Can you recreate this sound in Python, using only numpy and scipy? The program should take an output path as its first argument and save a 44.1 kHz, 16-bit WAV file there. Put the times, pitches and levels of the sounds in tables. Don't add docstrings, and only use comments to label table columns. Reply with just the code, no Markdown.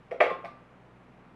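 import sys
import numpy as np
from scipy import signal
from scipy.io import wavfile
from scipy.ndimage import uniform_filter1d

SR = 44100
rng = np.random.default_rng(int(sys.argv[2]) if len(sys.argv) > 2 else 0)


def dump(signal):
    limited = np.clip(np.atleast_2d(signal).T, -1, 1)
    pcm = np.round(limited * 32767).astype(np.int16)
    wavfile.write(sys.argv[1], SR, pcm)


def rack_gain(trim_db):
    fader = np.asarray(trim_db, float)
    return 10 ** (fader / 20)


N = 59535

# pitch_hz, level_db
AIR_SPECTRUM = [(25, -20.5), (76, -22), (135, -2.5), (260, -6.5), (940, -10), (2360, -20), (4500, -37.5),
                (12000, -51.5)]
AIR_DB, AIR_TOP_HZ = -57, 11950
# pitch_hz, level_db, waver_fraction
HUM_PARTIALS = [(21.3, -77.5, .1), (59, -70, 0), (120.8, -64.5, 0.12), (181, -67.5, 0.17),
                (250.4, -70, 0.59)]
# start_s, level_db
BUMPS = [
    (0.114, -45),
    (0.312, -35),
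    (0.343, -52),
    (0.444, -40.5),
    (.49, -42),
]
BUMP_HZ, BUMP_T60_S, BUMP_RISE_S = 178, 0.089, 0.01
# pitch_hz, t60_s
KITCHEN_DECAY = [(250, 0.88), (500, 0.23), (1000, 0.48), (2000, 0.35), (4000, 0.37), (10000, 0.18)]
WET_DB = [-8, -7, -11.5, 3]
FIRST_ECHO_S = 0.004

# start_s, body_db, contact_db, brightness_db_per_octave, pitch_hz (body pitch set by the grip)
BLOWS = [(0.1112, -41, -49.5, 12, 500), (.1155, -30.5, -46, -0.5, 490), (.1235, -29.5, -53.5, -7, 600),
         (.142, -32, -84, 3.5, 500), (.158, -40.5, -70.5, -4.5, 478), (.2025, -18.5, -37.5, 2.5, 538),
         (0.2056, -25.5, -23, 0.5, 604), (0.2106, -10.5, -22.5, -5.5, 654), (.2205, -14.5, -41.5, 9, 656),
         (.229, -23, -36, -3.5, 600), (.239, -20.5, -35, -4, 539), (0.263, -23, -39, 3, 461),
         (.278, -35, -47, -6, 470), (.3005, -32, -40, 5, 530), (.312, -33.5, -52, -8, 516),
         (.4415, -33.5, -60, -16, 715), (0.447, -30, -46, 12, 778), (.456, -43.5, -49, 6, 683)]
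# pitch_hz, level_db, t60_s
BODY_MODES = [(310, -18.5, 0.031), (409, -4, 0.046), (468.2, 2, 0.048), (500, 2.5, 0.058),
              (527.1, 1, 0.083), (600, -1.5, 0.042), (641.2, 4, 0.036), (662.4, -1.5, 0.048),
              (814, -4, 0.045)]
# pitch_hz, level_db, t60_s
WALL_MODES = [(1169, -5, 0.033), (1343, -3, 0.009), (1673, -19, 0.074), (1900, -14.5, 0.026),
              (1962, -2.5, 0.032), (2216, 1, 0.022), (2073, -2.5, 0.01), (2384, -10.5, 0.013),
              (2626, -25.5, 0.0074), (3290, -25, 0.061), (3466, -37, 0.22), (5180, -30.5, 0.019),
              (10650, -48, .04), (14250, -63, .05)]
# pitch_hz, level_db, t60_s
GLASS_MODES = [(1067, 0, 0.28), (1184, 4.5, 0.19), (1922, -6.5, .07), (3480, -24, 0.23), (5700, -47, 0.15),
               (11750, -50, .08)]
# start_s, level_db, upper_db (upper rim mode over the lower)
GLASS_RINGS = [
    (0.2055, -44, 9),
    (0.2989, -29.5, -3.5),
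    (0.4458, -54.5, 8),
    (0.478, -58, 14),
]
# pitch_hz, level_db
TICK_SPECTRUM = [(150, -46), (600, -11.5), (1300, -10), (2500, -18.5), (3200, -24), (6000, -46),
                 (11000, -52.5), (14500, -73.5)]
TICK_T60_S, TICK_RISE_S = 0.042, 0.0014
RISE_S = [0.0026, 0.0004, 0.0041]
WALL_DB = 6.5
SCATTER_DB = 2.5
FOCUS_DB = 75.5
DETUNE = 0.019
BRIGHT_HZ, BRIGHT_SPAN = 2500, 1.88
THIN_HZ = 252


def evened(x):
    return x / np.sqrt(np.mean(x ** 2) + 1e-20)


def read(points, hz):
    f, value = np.transpose(points)
    return np.interp(np.log(hz + 1), np.log(f + 1), value)


def add(mix, s, sound):
    part = mix[round(s * SR):][:len(sound)]
    part += sound[:len(part)]


def drift(rate_hz, t):
    rates = rate_hz * np.geomspace(1 / 20, 1, num=20)
    return evened(sum(np.sin(2 * np.pi * (f * t + rng.random())) / np.sqrt(f) for f in rates))


def air():
    frames, hz = N // 512 + 5, np.fft.rfftfreq(2048, 1 / SR)
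    real, imag, patches = rng.standard_normal((frames, 1025, 3)).T
    patches = uniform_filter1d(patches, size=16, axis=0)
    patches = evened(uniform_filter1d(patches, size=6, axis=1))
    level = rack_gain(read(AIR_SPECTRUM, hz)[:, None] + 0.81 * patches)
    spectrum = (real + 1j * imag) * level * (hz < AIR_TOP_HZ)[:, None]
    noise = signal.istft(spectrum, nperseg=2048, noverlap=1536)[1][:N]
    return rack_gain(AIR_DB) * evened(noise)


def fridge():
    t = np.arange(N) / SR
    hum = np.zeros(N)
    for hz, db, waver in HUM_PARTIALS:
        level = np.sqrt(2) * rack_gain(db) * (1 + waver * drift(25, t))
        hum += level * np.sin(2 * np.pi * (hz * t + rng.random()))
    return hum


def counter():
    t, out = np.arange(SR // 4) / SR, np.zeros(N)
    for s, db in BUMPS:
        envelope = rack_gain(db - 60 * t / BUMP_T60_S) * (1 - np.exp(-t / BUMP_RISE_S))
        add(out, s, envelope * np.sin(2 * np.pi * BUMP_HZ * t))
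    return out


def kitchen(x):
    taps = np.zeros(SR)
    at = np.arange(0, SR - 20, 20) + rng.integers(0, 20, SR // 20 - 1)
    taps[at] = rng.choice([-1., 1.], at.shape)
    hz, t, z = signal.stft(taps, SR, nperseg=256)
    decay = rack_gain(-60 * t / read(KITCHEN_DECAY, hz)[:, None])
    tail = signal.istft(z * decay, SR, nperseg=256)[1]
    out = np.zeros(N)
    add(out, FIRST_ECHO_S, signal.fftconvolve(x, tail / np.linalg.norm(tail)))
    return out


def treble_tilt(hz, bright_db):
    return bright_db * np.log2(np.clip(hz / BRIGHT_HZ, 1, BRIGHT_SPAN))


def colour(x, points, bright_db):
    hz = abs(np.fft.fftfreq(4096, 1 / SR))
    log_gain = np.log(rack_gain(read(points, hz) + treble_tilt(hz, bright_db)))
    phase = -signal.hilbert(log_gain).imag
    taps = np.fft.ifft(np.exp(log_gain + 1j * phase)).real[:2048]
    return signal.fftconvolve(x, taps / np.linalg.norm(taps))[:len(x)]


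def ring(modes, rise_s, share_db):
    t = np.arange(SR // 2) / SR
    out = np.zeros(len(t))
    for (hz, db, t60), share in zip(modes, share_db):
        out += rack_gain(db + share - 60 * t / t60) * np.sin(2 * np.pi * hz * t)
    return out * (1 - np.exp(-(t / rise_s) ** 2))


def contact_tick(noise, bright_db):
    t = np.arange(len(noise)) / SR
    burst = noise * rack_gain(-60 * t / TICK_T60_S) * (1 - np.exp(-t / TICK_RISE_S))
    return colour(burst, TICK_SPECTRUM, bright_db)


def dented_wall(chance):
    return [(hz * (1 + DETUNE * d * min(0.026 / t60, 1) ** 2), db, t60)
            for (hz, db, t60), d in zip(WALL_MODES, chance)]


def knocks():
    body, wall, glass, tick = layers = np.zeros((4, N))
    body_hz, wall_hz = np.array(BODY_MODES)[:, 0], np.array(WALL_MODES)[:, 0]
    for s, body_db, contact_db, bright_db, pitch_hz in BLOWS:
        noise = rng.standard_normal(2048)
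        spot_db = SCATTER_DB * rng.standard_normal(len(WALL_MODES))
        focus_db = -FOCUS_DB * np.log2(body_hz / pitch_hz) ** 2
        add(body, s, rack_gain(body_db) * ring(BODY_MODES, RISE_S[0], focus_db + spot_db[:len(BODY_MODES)]))
        wall_share_db = treble_tilt(wall_hz, bright_db) + spot_db
        add(wall, s, rack_gain(contact_db + WALL_DB) * ring(dented_wall(noise), RISE_S[1], wall_share_db))
        add(tick, s, rack_gain(contact_db) * contact_tick(noise, bright_db))
    for s, db, upper_db in GLASS_RINGS:
        share_db = upper_db * (np.arange(len(GLASS_MODES)) == 1)
        add(glass, s, rack_gain(db) * ring(GLASS_MODES, RISE_S[2], share_db))
    return layers


def scene():
    high_pass = signal.butter(2, THIN_HZ, "high", fs=SR, output="sos")
    layers = signal.sosfilt(high_pass, knocks())
    wet = kitchen((layers * rack_gain(np.array(WET_DB))[:, None]).sum(0))
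    return (layers.sum(0) + wet + counter() + air() + fridge())[None]


def top_cut(x):
    return signal.sosfilt(signal.butter(12, 14700, fs=SR, output="sos"), x)


def record(dry):
    return top_cut(dry)


dry = scene()
out = record(dry)
dump(out)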